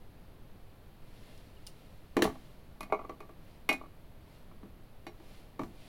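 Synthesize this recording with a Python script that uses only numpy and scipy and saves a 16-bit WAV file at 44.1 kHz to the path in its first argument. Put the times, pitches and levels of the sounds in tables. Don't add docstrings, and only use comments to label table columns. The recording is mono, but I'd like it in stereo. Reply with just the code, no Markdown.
import sys
import numpy as np
from scipy import signal
from scipy.fft import rfft, irfft
from scipy.io import wavfile

SR = 44100
rng = np.random.default_rng(int(sys.argv[2]) if len(sys.argv) > 2 else 0)


def digitize_waveform(pressure):
    field = np.atleast_2d(pressure).T
    bounded = np.clip(field, -1, 1)
    quanta = np.round(bounded * 32767).astype(np.int16)
    wavfile.write(sys.argv[1], SR, quanta)


N = 259308
TIME = np.arange(N) / SR
RING_TIME = TIME[:int(.35 * SR)]

# (frequency [Hz], relative level [dB])
AIR_SPECTRUM = [(15, -2.5), (25, -6), (48, -14.5), (95, -14), (170, -18.5), (280, -23.5), (650, -29),
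                (1500, -38), (4400, -45), (5400, -52.5), (7600, -56), (10000, -52), (12000, -47.5),
                (13200, -51), (16000, -52)]
SLEEVE_SPECTRUM = [(200, 1), (600, 6), (1300, -3.5), (2400, -1), (4200, -2), (5200, -7.5), (7500, -14.5),
                   (10000, -11), (16000, -23.5)]
# (frequency [Hz], left-right correlation [-1..1])
AIR_CORRELATION = [(60, 0.1), (180, 0.027), (550, 0.024), (1650, -0.04), (4970, 0.0036), (15000, -0.048)]
# (time of top speed [s], level [dB], half-length [s])
SLEEVE_SWISHES = [(1.284, -57.5, 0.21), (1.806, -63, 0.24), (2.382, -60, 0.2), (3.504, -63.5, 0.079),
                  (4.345, -62, 0.083), (5.338, -56.5, 0.12), (5.87, -55, 0.13)]
# (time [s], level [dB])
SNAP_CUES = [(1.377, -60), (1.6668, -44), (1.6714, -42.5)]
# (time [s], final pitch [Hz], level [dB])
SQUEAK_CUES = [(1.567, 2820, -59), (1.671, 2800, -52.5)]
# (time [s], glass [dB], thump [dB], blade [dB], hardness [0..1], loss per bounce [dB])
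KNIFE_TOUCHES = [ (2.167, -22.5, -19, -36.5, 0.52, 8), (2.2212, -27.5, -18, -63, 0.98, 11),
                 (2.242, -29, -36, -58, 0.95, 13), (2.252, -23, -28, -60, 0, 7.5),
                 (2.355, -44.5, -52.5, -73, 0, 27), (2.807, -33, -46, -42, 0.86, 14),
                 (2.8303, -41, -44, -44.5, 0.89, 10), (2.899, -43, -54, -55, 0.3, -6),
                 (2.923, -17, -30.5, -33, 0.32, 13), (2.9912, -34, -44, -54, 0.07, 6),
                 (3.048, -37, -43, -66, 0.1, 27), (3.094, -33, -36, -62, 0.37, 10),
                 (3.204, -39.5, -46.5, -53, 0.68, 7.5), (3.2924, -47, -47, -68, .25, 16),
                 (3.69, -22.5, -29, -17, 0.86, 6), (3.7277, -37, -39, -32.5, 1, 22),
                 (3.8127, -38, -49.5, -70, 0, 5.5), (4.5137, -50, -50, -79, 0, 15),
                 (4.631, -49.5, -41.5, -66, 0.04, 15), (5.0667, -38.5, -40.5, -43.5, 0.72, 12),
                 (5.199, -52.5, -49.5, -72, 0.5, 23), (5.5927, -28.5, -29.5, -49, 0.26, 8),
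                 (5.6338, -44.5, -42, -74, 0.77, 20), ]
# (start [s], scale focus [Hz], glass focus [Hz], blade focus [Hz], share of free ring time [0..1])
KNIFE_POSES = [(2.0, 345, 870, 1700, 0.93), (2.2, 383, 880, 4300, 0.68), (2.6, 230, 1110, 2090, 0.88),
               (2.87, 421, 830, 1900, 0.95), (2.96, 385, 1110, 2150, 0.73), (3.5, 273, 860, 2240, 0.91),
               (3.76, 293, 1120, 2300, 0.66), (4.3, 208, 1050, 2200, .9), (4.9, 377, 760, 4400, 0.81),
               (5.4, 310, 980, 1500, 0.77)]
# (frequency [Hz], relative level [dB], t60 [s])
SCALE_RESONANCES = [(198.5, -0.5, 0.17), (260, -12.5, 0.42), (288.3, 4.5, 0.1), (321, -28, 0.11),
                    (348, 0, 0.13), (426.5, -2, 0.18), (494.3, 0, 0.12)]
GLASS_RESONANCES = [(420, -4, .1), (565, -9, .08), (632, -3, .12), (715, -6, .07), (781, -4, .11),
                    (826, -4, .09), (905, -7, .08), (990, -6, .09), (1055, -4, .06), (1130, 2, .09),
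                    (1166, 0, .11), (1250, -3, .055), (1375, -9, .07), (2015, -13, .09), (2285, -8, .11)]
BLADE_RESONANCES = [(1510, -13, .11), (1620, -14, .11), (2020, -10, .09), (2183, 0, .11), (2469, -1, .115),
                    (2542, -12, .11), (2859, -8, .12), (3187, -14, .1), (3655, -11, .11), (3990, -13, .17),
                    (4517, -12, .11), (5585, -17, .2), (6200, -19, .08), (6700, -18, .09), (7596, -23, .18)]
EDGE_RESONANCES = [(4350, 0, .03), (5800, -7, .03), (9900, -4, .08), (10560, -12, .08), (12600, -11, .06)]
# (frequency [Hz], relative level [dB])
SNAP_SPECTRUM = [(800, -14), (2300, -24), (2900, -14), (4600, -5), (6300, -6), (7800, -17), (9400, -4),
                 (11500, -21), (16000, -13)]
SCALE_SPECTRUM = [(60, -44), (150, -8), (220, -30), (340, 23.5), (500, -17.5), (700, -24), (1500, -63)]
GLASS_SPECTRUM = [(200, -55), (400, -40), (650, 20.5), (1180, -4), (1450, -8), (2000, -68), (5000, -98)]
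HOUSING_SPECTRUM = [(500, -18), (1100, 7.5), (1900, 9), (2500, -2.5), (2900, 3), (3350, -3.5), (4200, 2),
                    (5000, -14), (5900, -3), (7500, -14.5), (16000, -17)]
EDGE_SPECTRUM = [(1500, -45), (3300, 7.5), (4300, 8.5), (5200, 4.5), (6200, 2), (8000, -2.5), (10000, 5),
                 (12000, 5), (16000, -17)]
CARTON_SPECTRUM = [(30, 4), (70, 3), (120, 1), (200, 9), (290, -1), (420, -56), (900, -33.5)]
# (time [s], level [dB])
CARTON_BUMPS = [(2.169, -54), (2.244, -31.5), (4.636, -59), (5.595, -38), (5.62, -40), (5.651, -45)]
# (frequency [Hz], gain [dB])
FAR_SHADOW = [(100, -0.5), (200, -7.5), (400, -6), (700, -11.5), (1300, -12), (2400, -20), (4400, -29),
              (8000, -8.5), (11000, -10.5), (16000, -18)]


def from_db(db):
    return 10 ** (np.asarray(db) / 20)


def curve_on_bins(points, size):
    hz, value = np.transpose(points)
    return np.interp(np.log(np.fft.rfftfreq(size, 1 / SR) + 1e-9), np.log(hz), value)


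def noise(spectrum, size):
    x = irfft(rfft(rng.standard_normal(size)) * from_db(curve_on_bins(spectrum, size)), size)
    return x / x.std()


def unit_hit(x):
    return x / np.sqrt(np.sum(x ** 2) / (SR / 100))


def attack(rise_s):
    return (1 - np.exp(-RING_TIME / rise_s)) ** 2


def decay(t60):
    return from_db(-60 * RING_TIME / t60)


def wash(spectrum, rise_s, crack_t60, tail_db, tail_t60):
    fade = decay(crack_t60) + from_db(tail_db) * decay(tail_t60)
    return unit_hit(noise(spectrum, len(RING_TIME)) * fade * attack(rise_s))


def ring(modes, contact_hz, focus_hz=None, ring_share=1, *, rise_s, focus_db=0):
    hz, db, t60 = np.transpose(modes)[:, :, None]
    scatter_db = 2 * rng.standard_normal(hz.shape)
    strength = from_db(db + scatter_db) * rng.choice([-1, 1], hz.shape)
    strength /= np.sqrt(1 + (hz / contact_hz) ** 4)
    if focus_hz:
        octaves_away = np.log2(hz / focus_hz)
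        strength *= from_db(focus_db * np.exp(-(octaves_away / .4) ** 2))
    sines = strength * np.sin(2 * np.pi * hz * RING_TIME) * decay(t60 * ring_share)
    return unit_hit(sines.sum(axis=0) * attack(rise_s))


def add(track, time_s, sound):
    start = round(time_s * SR)
    track[start:start + len(sound)] += sound[:N - start]


def room_tone():
    correlation = curve_on_bins(AIR_CORRELATION, N)
    mid, side = rfft(noise(AIR_SPECTRUM, N)), rfft(noise(AIR_SPECTRUM, N))
    side *= np.sqrt((1 - correlation) / (1 + correlation))
    return from_db(-51) * irfft(np.array([mid + side, mid - side]), N)


def sleeve():
    swishes = sum(from_db(db) * np.exp(-((TIME - peak_s) / half_s) ** 2)
                  for peak_s, db, half_s in SLEEVE_SWISHES)
    return (from_db(-76.5) + swishes) * noise(SLEEVE_SPECTRUM, N)


def snaps():
    track = np.zeros(N)
    for time_s, db in SNAP_CUES:
        snap = wash(SNAP_SPECTRUM, rise_s=.0001, crack_t60=.007, tail_db=-15.5, tail_t60=.14)
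        add(track, time_s, from_db(db) * snap)
    return track


def squeaks():
    track = np.zeros(N)
    for time_s, final_hz, db in SQUEAK_CUES:
        pitch_hz = final_hz * (1 + .15 * np.exp(-RING_TIME / .0034))
        tone = np.sin(2 * np.pi * np.cumsum(pitch_hz) / SR)
        add(track, time_s, from_db(db) * unit_hit(tone * attack(rise_s=.0034) * decay(t60=.036)))
    return track


def knife_hit(glass_db, thump_db, blade_db, hardness, pose):
    scale_hz, glass_hz, blade_hz, ring_share = pose
    soft_hz, hard_hz = 2000, 11700
    contact_hz = soft_hz * (hard_hz / soft_hz) ** hardness
    thump = ring(SCALE_RESONANCES, contact_hz, scale_hz, ring_share, rise_s=.002, focus_db=11)
    thump += from_db(-10) * wash(SCALE_SPECTRUM, rise_s=.00045, crack_t60=.015, tail_db=-19, tail_t60=.29)
    glass = ring(GLASS_RESONANCES, contact_hz, glass_hz, ring_share, rise_s=.00062, focus_db=7)
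    glass += from_db(-10) * wash(GLASS_SPECTRUM, rise_s=.0004, crack_t60=.025, tail_db=-18, tail_t60=.29)
    blade = ring(BLADE_RESONANCES, contact_hz, blade_hz, ring_share, rise_s=.00037, focus_db=7)
    clack = wash(HOUSING_SPECTRUM, rise_s=.00093, crack_t60=.01, tail_db=-21.5, tail_t60=.18)
    tick = wash(EDGE_SPECTRUM, rise_s=.00012, crack_t60=.006, tail_db=-14, tail_t60=.12)
    tick += from_db(-8) * ring(EDGE_RESONANCES, contact_hz, rise_s=.0003)
    clack_db = thump_db - 19 + 18 * hardness
    tick_db = glass_db - 59 + 55.5 * hardness
    faders = from_db([thump_db, glass_db, blade_db, clack_db, tick_db])
    return faders @ np.array([thump, glass, blade, clack, tick])


def knife():
    bounce_s, hardness_kept = .023, .39
    thump_loss_db, blade_loss_db = .5, 3.5
    track = np.zeros(N)
    for time_s, glass_db, thump_db, blade_db, hardness, loss_db in KNIFE_TOUCHES:
        pose = [settings for start_s, *settings in KNIFE_POSES if start_s <= time_s][-1]
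        for bounce in range(3):
            hit = knife_hit(glass_db, thump_db - bounce * thump_loss_db,
                            blade_db - bounce * blade_loss_db, hardness * hardness_kept ** bounce, pose)
            add(track, time_s + bounce * bounce_s, from_db(-bounce * loss_db) * hit)
    return track


def carton():
    track = np.zeros(N)
    for time_s, db in CARTON_BUMPS:
        boom = wash(CARTON_SPECTRUM, rise_s=.0099, crack_t60=.25, tail_db=-4, tail_t60=.26)
        add(track, time_s, from_db(db) * boom)
    return track


def reflections(x, predelay_s, t60):
    echoes = rng.standard_normal(len(RING_TIME)) * decay(t60) * (RING_TIME > predelay_s)
    return signal.fftconvolve(x, echoes / np.linalg.norm(echoes))[:N]


def place_left(x):
    far_lag_s = .0004015
    near = x + from_db(-13.5) * reflections(x, predelay_s=.0023, t60=.012)
    treble = signal.sosfilt(signal.butter(1, 2000, "high", fs=SR, output="sos"), x)
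    far = x + from_db(-2) * reflections(treble, predelay_s=.001, t60=.05)
    shadow = from_db(curve_on_bins(FAR_SHADOW, 2 * N))
    delay = np.exp(-2j * np.pi * np.fft.rfftfreq(2 * N, 1 / SR) * far_lag_s)
    return np.array([near, irfft(rfft(far, 2 * N) * shadow * delay)[:N]])


def scene():
    action = knife() + carton() + snaps() + squeaks() + sleeve()
    room_tail = [from_db(db) * reflections(action, predelay_s=.0017, t60=.36) for db in (-23, -26)]
    return place_left(action) + np.array(room_tail) + room_tone()


def record(dry):
    return signal.sosfilt(signal.ellip(10, .1, 80, 16000, fs=SR, output="sos"), dry)


dry = scene()
out = record(dry)
digitize_waveform(out)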